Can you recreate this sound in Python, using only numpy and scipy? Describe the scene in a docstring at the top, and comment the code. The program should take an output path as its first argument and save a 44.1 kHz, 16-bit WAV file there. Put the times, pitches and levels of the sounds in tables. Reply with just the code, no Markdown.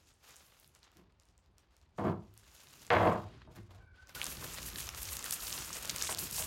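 """Staining a pine frame

A pine frame is turned on a trestle table: sleeves and gloves rustle, and its edge lands and judders
twice, shaking the wood and setting something small ringing. A joint squeaks. Then, from close by,
a cloth pad rubs stain along the board in short strokes, catching, slipping and squelching.
Thin plastic gloves crackle as their creases flip. A low rumble fills the workshop."""
import sys
import numpy as np
from scipy import signal
from scipy.fft import rfft, irfft, next_fast_len
from scipy.io import wavfile
from scipy.ndimage import map_coordinates

SR = 44100
rng = np.random.default_rng(int(sys.argv[2]) if len(sys.argv) > 2 else 0)


def wav_record(signal):
    """Record a signal, one row per channel, as 16-bit PCM in the file named by sys.argv[1]."""
    frames = np.transpose(np.atleast_2d(signal))
    bounded = np.clip(frames, -1, 1)
    # unit amplitude maps onto the largest positive 16-bit level
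    quanta = np.round(bounded * 32767).astype(np.int16)
    wavfile.write(sys.argv[1], SR, quanta)


N = 284886
TIME = np.arange(N) / SR
COARSE_TIME = np.arange(0, N / SR + .001, .001)  # seconds, one step every millisecond
CLOSE_S = 4.148  # from here on the work is heard close by

# The four tone colours of rubbing cloth, from low to high: f/Hz, level/dB
RASP = [(150, -30), (250, -2), (312, -6.5), (381, -5.5), (506, 1), (689, -1.5), (1220, 2), (4800, -7),
        (6240, -25.5), (10600, -120)]
HISS = [(800, -120), (2600, -2), (4000, -7), (5500, 2), (7000, 4.5), (9000, -17), (11000, -16),
        (14000, -45), (20000, -120)]
SWISH = [(2000, -120), (5000, -30), (6800, -6), (8500, 4), (10000, -6.5), (12500, -25), (20000, -120)]
AIR = [(3000, -120), (7000, -32), (9500, -7.5), (11500, -0.5), (13500, -1), (15000, -8.5), (16000, -5)]

def rubbing(hiss_db, rasp_db, air_db):
    """Cloth catches on wood, making rasp, hiss, swish and airy fizz; the pressure on it flutters."""
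    flutter_db = .9 * slips(per_s=90, fall_s=.006) + 1.1 * wobble(150)
    jerk_db = 1.3 * slips(per_s=25, fall_s=.02)  # the cloth lets go in bright jerks
    hiss_db, air_db = hiss_db + jerk_db, air_db + 1.3 * jerk_db
    friction = grit(per_s=500, spread_db=15, grain_db=-8.5)
    hiss = amp(hiss_db - 6.4 + 1.6 * wobble(25)) * coloured(friction, HISS)
    haste_db = .6 * np.maximum(hiss_db + 44, -12)  # fast strokes are brighter
    swish = amp(hiss_db + haste_db - 9.5 + .8 * wobble(20)) * coloured(friction, SWISH)
    rasp = amp(rasp_db + 1.9 * slips(per_s=36, fall_s=0.0065)) * coloured(friction, RASP)
    air = amp(air_db - 0.5 + 1.1 * wobble(27)) * coloured(friction, AIR)
    return amp(flutter_db) * (hiss + swish + rasp + air)

def slips(per_s, fall_s):
    """Sudden rises that ebb away: the cloth sticks and lets go."""
    jumps = (rng.random(N) < per_s / SR) * rng.random(N)
    ebbing = signal.lfilter([1], [1, -np.exp(-1 / (fall_s * SR))], jumps)
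    return unit(ebbing - ebbing.mean())

# Sleeves and gloves far off, then pad strokes close by:
# peak t/s, rise/s, fall/s, hiss level/dB, rasp level/dB, air level/dB
RUSTLES = [(0.0, .02, .06, -72, -74, -79), (0.089, .03, .045, -63, -75, -75),
           (0.285, .04, .14, -58.5, -62.5, -64), (0.45, .2, .2, -69, -78, -69),
           (0.63, .2, .05, -67, -74, -72), (0.763, .03, .045, -70, -72, -83),
           (0.839, .025, .04, -70, -66, -95), (0.978, .06, .05, -77, -71, -81),
           (1.203, .008, .04, -84, -75, -93), (1.29, .04, .06, -79, -87, -100),
           (1.44, .02, .06, -84, -82, -102), (1.582, .008, .06, -80, -72, -82),
           (1.71, .008, .1, -80, -75, -88), (1.82, .015, .04, -79, -76, -95),
           (1.98, .01, .03, -63, -78, -74), (2.069, .06, .07, -71, -68, -71),
           (2.241, .04, .05, -82, -80, -84), (2.388, .06, .1, -73, -73, -79),
           (2.56, .11, .3, -61, -69, -66), (2.85, .3, .06, -62, -65, -65), (3.04, .14, .14, -60, -64, -62),
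           (3.36, .16, .07, -76, -63, -100), (3.515, .01, .05, -72, -70, -80),
           (3.56, .01, .05, -65, -62, -69), (3.665, .015, .02, -76, -73, -90),
           (3.71, .008, .03, -72, -68, -76), (3.75, .008, .035, -68, -70, -77),
           (3.822, .02, .035, -78, -75, -86), (3.96, .015, .035, -75, -66, -88),
           (4.027, .02, .02, -70, -66, -84), (4.093, .02, .06, -67, -60, -66)]
STROKES = [(4.153, .01, .1, -51, -53, -52), (4.226, .04, .1, -50, -51, -49),
           (4.31, .09, .07, -45, -58, -44), (4.419, .06, .5, -50, -58, -52),
           (4.56, .08, .04, -50, -54, -52), (4.685, .12, .035, -47, -62, -46),
           (4.79, .05, .11, -43, -55, -43.5), (4.975, .018, .1, -50, -58, -50),
           (5.025, .06, .05, -45, -62, -44), (5.133, .07, .065, -41.5, -55, -42),
           (5.26, .03, .05, -50, -52, -47), (5.342, .11, .05, -43, -54, -46),
           (5.435, .035, .25, -43, -53, -42.5), (5.56, .06, .04, -48, -50, -56),
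           (5.661, .12, .045, -46, -54, -48), (5.766, .055, .09, -43, -51, -46),
           (5.85, .03, .03, -50, -49, -50), (5.897, .03, .04, -49, -53, -47),
           (5.97, .06, .1, -50, -49, -46), (6.125, .13, .018, -36.5, -56, -44),
           (6.196, .02, .13, -40.5, -51, -39), (6.395, .065, .1, -38.5, -53, -39)]

def movement():
    """Each hand movement swells and fades; gives the levels of hiss, rasp and air in dB."""
    slope_db = column((10.1, 8.5, 14.5))  # how far each layer moves in one rise or fall time

    def power(moves, rest_db):
        total = amp(column(rest_db)) ** 2
        for peak, rise, fall, *db in moves:
            away = np.maximum((peak - COARSE_TIME) / rise, (COARSE_TIME - peak) / fall)
            total = total + amp(column(db) - slope_db * away) ** 2
        return total

    scrape = amp(column((-36, -30, -43))) * judder()[2]  # the sliding edge follows the knock
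    far = power(RUSTLES, rest_db=(-96, -83, -107)) + scrape ** 2
    near = power(STROKES, rest_db=(-63, -56, -68))
    return per_sample(10 * np.log10(np.where(COARSE_TIME < CLOSE_S, far, near)))

# Wet pops under the pad: t/s, level/dB, f/Hz
SQUELCHES = [(4.215, -26, 2150), (4.425, -33.5, 1180), (4.683, -39, 1860), (4.757, -35, 1730),
             (4.787, -35.5, 1790), (4.889, -39, 1900), (4.947, -39, 1120), (5.087, -35, 2120),
             (5.242, -33.5, 1820), (5.26, -32.5, 1490), (5.324, -38, 1300), (5.395, -37, 1320),
             (5.43, -37, 1070), (5.469, -44, 1570), (5.704, -33, 1070), (5.848, -39, 1670),
             (5.897, -30, 2230), (6.019, -31, 1630), (6.036, -32, 2270), (6.092, -29.5, 896),
             (6.362, -41, 1710), (6.382, -33, 920)]

def squelches():
    """Stain squeezed out of the cloth makes short pops of unsteady pitch."""
    out, t = np.zeros(N + SR), np.arange(600) / SR
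    for start, db, hz in SQUELCHES:
        drift = np.cumsum(rng.standard_normal(len(t))) / 8
        pop = np.sin(2 * np.pi * hz * t + drift) * (1 - np.exp(-t / 0.00046))
        out[round(start * SR):][:len(t)] += amp(db - 0.5 - 60 * t / 0.014) * pop
    return out[:N]

# Hard hits of the frame's edge: t/s, relative level/dB, extra level for the boom/dB
BLOWS = [(0.963, -48, -16), (1.986, -23, 21), (2.033, -34, -6), (2.059, -29, -6), (2.098, -38, -37),
         (2.904, 0.5, -11), (2.935, -9, -17), (2.952, -29, -14), (3.035, -29, -14), (3.074, -19, -6),
         (3.558, -52, -15), (6.091, -32, -24)]
# Notes the table and frame ring at, in four groups from low to high: f/Hz, width/Hz, level/dB
TABLE = [(91, 16, -0.27), (108, 18, -1.8)]
BOOM = [(173, 58, -2), (221.6, 77, -0.5), (249, 50, -2), (351, 30, -1.5)]
KNOCK = [(474.5, 51, -7.5), (594, 60, -3.5), (650, 98, -2), (764, 150, -5.5), (920, 107, -4),
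         (1028, 110, -4), (1209, 170, -7)]
EDGE = [(1296, 200, -6.5), (1640, 290, -2.5), (1960, 100, -3.5), (2103, 100, -2), (2690, 1000, -8.5),
        (3340, 160, -4), (4000, 1000, -15.5), (5250, 950, -31)]

def frame():
    """The frame's edge hits the table and chatters on it, making the wood ring."""
    def wood_tone(f, notes):
        lowest, highest = notes[0][0], notes[-1][0]
        return resonances(f, notes) * low_cut(f, .52 * lowest) * high_cut(f, .96 * highest) ** 2

    def blow_tone(f):
        return (resonances(f, KNOCK) - amp(-4) * resonances(f, EDGE)) * high_cut(f, 5500) ** 3

    blows, thumps = np.zeros((2, N))
    for start, db, boom_db in BLOWS:
        blows[round(start * SR)] = amp(db + 17.5)
        thumps[round(start * SR)] = amp(db + boom_db + 13)
    out = filtered(blows, blow_tone) + filtered(thumps, lambda f: wood_tone(f, BOOM))
    chatter = grit(per_s=150, spread_db=9, grain_db=-1)
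    chatter = filtered(chatter, lambda f: high_cut(f, 2500) ** 2)  # wood on wood is a slow contact
    for gain, notes in zip(per_sample(judder()), (TABLE, BOOM, KNOCK, EDGE)):
        ring = filtered(chatter, lambda f: wood_tone(f, notes))
        out += amp(-2.5) * gain * unit(ring)
    return out

# Bursts of the frame juddering: t/s, hold/s, then level/dB for each of table, boom, knock and edge
JUDDERS = [(0.955, .045, -68, -60, -70, -74), (1.981, .03, -42, -32.5, -35, -52),
           (2.035, .045, -42, -30, -34, -50), (2.902, .07, -35, -34, -25, -32),
           (2.995, .045, -41, -33, -29, -41), (3.05, .025, -45, -29, -26.5, -38),
           (3.11, .045, -48, -41, -35, -51), (3.47, .03, -57, -62, -61, -78),
           (3.556, .012, -54, -52, -61, -62), (3.69, .11, -58, -70, -65, -74),
           (4.417, .02, -70, -58, -51, -58), (6.088, .012, -54, -54, -42.5, -46),
           (6.378, .014, -60, -56, -46, -50)]

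def judder():
    """Each burst of shaking rises, holds and dies away; gives gains for table, boom, knock and edge."""
    rise_s, fall_db_per_s = column((.02, .015, .006, .003)), column((95, 235, 240, 280))
    power = 0
    for start, hold, *db in JUDDERS:
        t = COARSE_TIME - start
        fade_db = fall_db_per_s * np.maximum(t - rise_s - hold, 0)
        power += (np.clip(t / rise_s, 0, 1) * amp(column(db) - fade_db)) ** 2
    return np.sqrt(power)

# Single snaps of the gloves: t/s, level/dB, f/Hz
SNAPS = [(0.3589, -43, 6500), (0.3656, -39, 7700), (0.5995, -41, 9900), (0.6452, -46, 3900),
         (0.677, -44, 10300), (0.7505, -42, 7100), (0.831, -45, 4000), (0.9175, -53, 3100),
         (0.9707, -44, 5300), (1.1236, -62, 3200), (1.199, -47, 6200), (1.2236, -56, 7500),
         (1.2344, -56, 4600), (1.2546, -55, 8400), (1.2878, -56, 5800), (1.379, -50, 7400),
         (1.4612, -58, 3700), (1.5827, -43, 5900), (1.7668, -49, 6700), (1.8147, -55, 4300),
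         (2.3401, -48, 8400), (2.3767, -36, 7100), (2.6044, -43, 4000), (2.6715, -43, 3400),
         (2.8186, -43, 6700), (2.8494, -44, 4500), (2.8673, -36, 7200), (3.7084, -53, 2600),
         (3.7487, -53, 3600), (4.0723, -45, 5800), (4.0948, -43, 4800), (4.1502, -30, 4500),
         (4.216, -20, 2600), (4.2299, -27, 4200), (4.2429, -19, 8000), (4.2562, -25, 5600),
         (4.2667, -22, 5600), (4.3703, -34, 4300), (4.5359, -30, 8000), (4.5439, -29, 6600),
         (4.5782, -31, 4100), (4.63, -32, 8700), (4.7332, -34, 4100), (4.7591, -27, 3600),
         (4.8057, -25, 8300), (4.8906, -22, 2900), (4.9479, -28, 5300), (5.031, -20, 10400),
         (5.0543, -29, 4800), (5.0871, -28, 7200), (5.09, -26, 4700), (5.1688, -19, 5500),
         (5.1923, -24, 7400), (5.2271, -29, 6600), (5.2427, -21, 8300), (5.3081, -17, 9400),
         (5.3098, -15, 8800), (5.3249, -20, 5400), (5.4046, -30, 5400), (5.4701, -26, 4600),
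         (5.4973, -27, 7500), (5.5233, -25, 6500), (5.5274, -20, 4700), (5.5787, -26, 4400),
         (5.6933, -28, 6700), (5.7299, -24, 6600), (5.8262, -28, 8100), (5.8496, -26, 5000),
         (5.8553, -22, 6200), (5.8763, -29, 6300), (5.8956, -18, 3900), (5.898, -19, 6200),
         (5.9018, -20, 4800), (5.9621, -18.5, 6900), (5.9839, -23, 5300), (6.0132, -25, 4000),
         (6.021, -26, 7900), (6.0242, -14.5, 6100), (6.0475, -23, 6300), (6.0757, -24, 7800),
         (6.148, -21, 4300), (6.1741, -27, 5800), (6.1865, -23, 4500), (6.1909, -18, 9800),
         (6.3119, -22, 8700), (6.3647, -24, 6200)]

def gloves(effort_db):
    """Plastic gloves snap, over a crackle whose loudness follows the hand's effort."""
    out = np.zeros(N + SR)
    for peak_s, db, hz in SNAPS:
        crease(out, peak_s, db, hz, rise_s=.5684 / hz, noisy=1.0)
    for when, pitch, size in rng.random((800, 3)):
        db = effort_db[int(when * N)] + 7 + 9.5 * size ** 2
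        crease(out, when * N / SR, db, hz=2500 * 4 ** pitch, rise_s=.000119, noisy=0.4)
    return filtered(out[:N], lambda f: low_cut(f, 900) ** 2)  # a small film gives off no bass

def crease(out, peak_s, db, hz, rise_s, noisy):
    """A crease of thin plastic flips: adds a click to out, then the film rustles on briefly."""
    t = np.arange(500) / SR
    pole = 0.95 * np.exp(2j * np.pi * hz / SR)  # tunes the noise to the click's pitch
    tuning = np.poly([pole, np.conj(pole)]).real
    fizz = unit(signal.lfilter([1, -1], tuning, rng.standard_normal(len(t))))
    click = (np.sin(2 * np.pi * hz * t) + noisy * fizz) * t * np.exp(-t / rise_s)
    rustle = amp(-23.5 - 60 * t / 0.013) * np.minimum(t / rise_s, 1) * fizz
    start = max(round((peak_s - rise_s) * SR), 0)
    out[start:][:len(t)] += amp(db) * (click / np.abs(click).max() + rustle)

# Pulses of the squeak: peak t/s, f/Hz, level/dB, half length/s
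SQUEAKS = [(3.827, 1510, -67.5, 0.033), (3.882, 1520, -66.5, 0.023), (3.916, 1520, -67.5, 0.0092),
           (3.945, 1490, -66.5, .012), (3.998, 1498, -60, 0.02), (4.029, 1530, -60, 0.021),
           (4.068, 1525, -66, 0.013), (4.108, 1500, -62, 0.012), (4.172, 1460, -48.5, 0.013),
           (4.213, 1452, -52, 0.0085)]

def squeak():
    """A joint squeaks in a thin, rough tone; the early pulses carry a weaker, higher tone too."""
    rough, upper_rough = .9 * wobble(130), 1.3 * wobble(150)
    upper = amp(-12) * (TIME < 3.97) * np.sin(2 * np.pi * 2280 * TIME + upper_rough)
    out = np.zeros(N)
    for peak, hz, db, half in SQUEAKS:
        swell = amp(db) * np.exp(-((TIME - peak) / half) ** 2)
        out += swell * (np.sin(2 * np.pi * hz * TIME + rough) + upper)
    return np.sqrt(2) * out

# Notes of something small and hard on the table: f/Hz, level/dB, fade time/s
RING = [(2800, -65, 1.3), (3130, -66, 1.3), (3270, -64, 1.3), (3760, -62, 1.3)]

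def ringing():
    """The second landing shakes a small object, which rings in thin, unsteady tones."""
    t = np.maximum(TIME - 2.92, 0)
    out = np.zeros(N)
    for hz, db, fade_s in RING:
        gain = amp(db - 60 * t / fade_s + 3.5 * wobble(30))
        out += gain * np.sin(2 * np.pi * hz * t + 2.4 * wobble(40))
    return out * np.minimum(t / 0.029, 1)

# The rumble's strength, far off and then close by: t/s, deep level/dB, upper level/dB
RUMBLE = [(0.0, -73, -76), (1.97, -73.5, -78), (2.2, -63, -80), (2.4, -72, -77), (2.8, -71, -69),
          (3.08, -60, -61), (3.51, -62, -64), (3.8, -64, -74), (4.14, -68, -72), (4.15, -61, -60),
          (4.3, -59, -55.5), (4.7, -58.5, -57.5), (5.16, -59, -61), (5.6, -57, -59),
          (6.46, -60.5, -55.5)]
# Tone colours of the deep rumble, the upper rumble and the faint hiss: f/Hz, level/dB
DEEP = [(15, -46), (28, -23), (40, -2.5), (55, 2.5), (90, -0.5), (120, -14), (170, -34), (500, -120)]
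UPPER = [(80, -17), (130, 2), (170, -2), (260, -8), (400, -7.5), (600, -39), (1500, -120)]
FAINT_HISS = [(30, -120), (90, -38), (150, -3), (550, 3.5), (900, 5), (2750, -23), (6400, -48.5),
              (11000, -46), (16000, -63.5)]

def workshop():
    """The workshop rumbles unevenly over a faint, steady hiss."""
    times, *levels = np.transpose(RUMBLE)
    deep_db, upper_db = (np.interp(TIME, times, db) for db in levels)
    deep = unit(amp(2.56 * wobble(7)) * coloured(rng.standard_normal(N), DEEP))
    upper = unit(amp(2.9 * wobble(24)) * coloured(rng.standard_normal(N), UPPER))
    hiss = coloured(rng.standard_normal(N), FAINT_HISS)
    return amp(deep_db + 2.5) * deep + amp(upper_db) * upper + amp(-81) * hiss

# How long the room's echo lasts: f/Hz, fade time/s
ECHO_TIMES = [(100, 0.5), (500, .35), (3000, 0.19), (10000, 0.15)]

def room(x):
    """The workshop's echo comes a moment late, and its high notes die first."""
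    hz, t, noise = signal.stft(rng.standard_normal(SR // 2), SR, nperseg=256)
    fade = amp(-60 * t / along(ECHO_TIMES, hz)[:, None])
    tail = signal.istft(noise * fade, SR, nperseg=256)[1]
    return signal.fftconvolve(np.pad(x, (400, 0)), tail / np.linalg.norm(tail))[:N]

def amp(db):
    """Turn decibels into a gain."""
    return 10 ** (np.asarray(db) / 20)

def unit(x):
    """Scale x to an average power of 1."""
    return x / np.sqrt(np.mean(x ** 2) + 1e-20)

def along(points, hz):
    """Read between (f/Hz, value) points on a log scale."""
    f, values = np.transpose(points)
    return np.interp(np.log(hz + 1), np.log(f + 1), values)

def wobble(per_s):
    """A smooth curve through per_s random values a second."""
    return map_coordinates(rng.standard_normal(int(N * per_s / SR) + 4), [TIME * per_s])

def grit(per_s, spread_db, grain_db):
    """Noise with scattered tiny clicks of different sizes."""
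    clicks = (rng.random(N) < per_s / SR) * amp(spread_db * rng.random(N)) * rng.choice([-1, 1], N)
    return rng.standard_normal(N) + amp(grain_db) * unit(clicks)

def filtered(x, response):
    """Multiply each frequency f in x by response(f)."""
    size = next_fast_len(N + SR // 2)
    return irfft(rfft(x, size) * response(np.fft.rfftfreq(size, 1 / SR)), size)[:N]

def coloured(x, spectrum):
    """Give x a tone colour, at an average power of 1."""
    return unit(filtered(x, lambda hz: amp(along(spectrum, hz))))

def resonances(f, notes):
    """A filter that rings at each note."""
    return sum((-1) ** k * amp(db) * 1j * f * width / (hz * hz - f * f + 1j * f * width)
               for k, (hz, width, db) in enumerate(notes))

def low_cut(f, hz):
    """Soften what lies below hz."""
    return 1j * f / (hz + 1j * f)

def high_cut(f, hz):
    """Soften what lies above hz."""
    return 1 / (1 + 1j * f / hz)

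def per_sample(rows):
    """Fill in millisecond curves to one value a sample."""
    return np.array([np.interp(TIME, COARSE_TIME, row) for row in rows])

def column(values):
    """Stack values downwards, one for each layer."""
    return np.reshape(values, (-1, 1))

def scene():
    """Mix everything into one channel; from afar the gloves have more echo."""
    hiss_db, rasp_db, air_db = movement()
    wood, plastic = frame(), gloves(effort_db=hiss_db)
    glove_echo_db = np.where(TIME < CLOSE_S, -7, -15)
    echo = room(amp(-12) * wood + amp(glove_echo_db) * plastic)
    cloth = rubbing(hiss_db, rasp_db, air_db)
    return (cloth + squelches() + wood + plastic + squeak() + ringing() + workshop() + echo)[None]

def record(dry):
    """Remove the very highest treble."""
    return filtered(dry[0], lambda hz: hz < 15900)[None]

dry = scene()
out = record(dry)
wav_record(out)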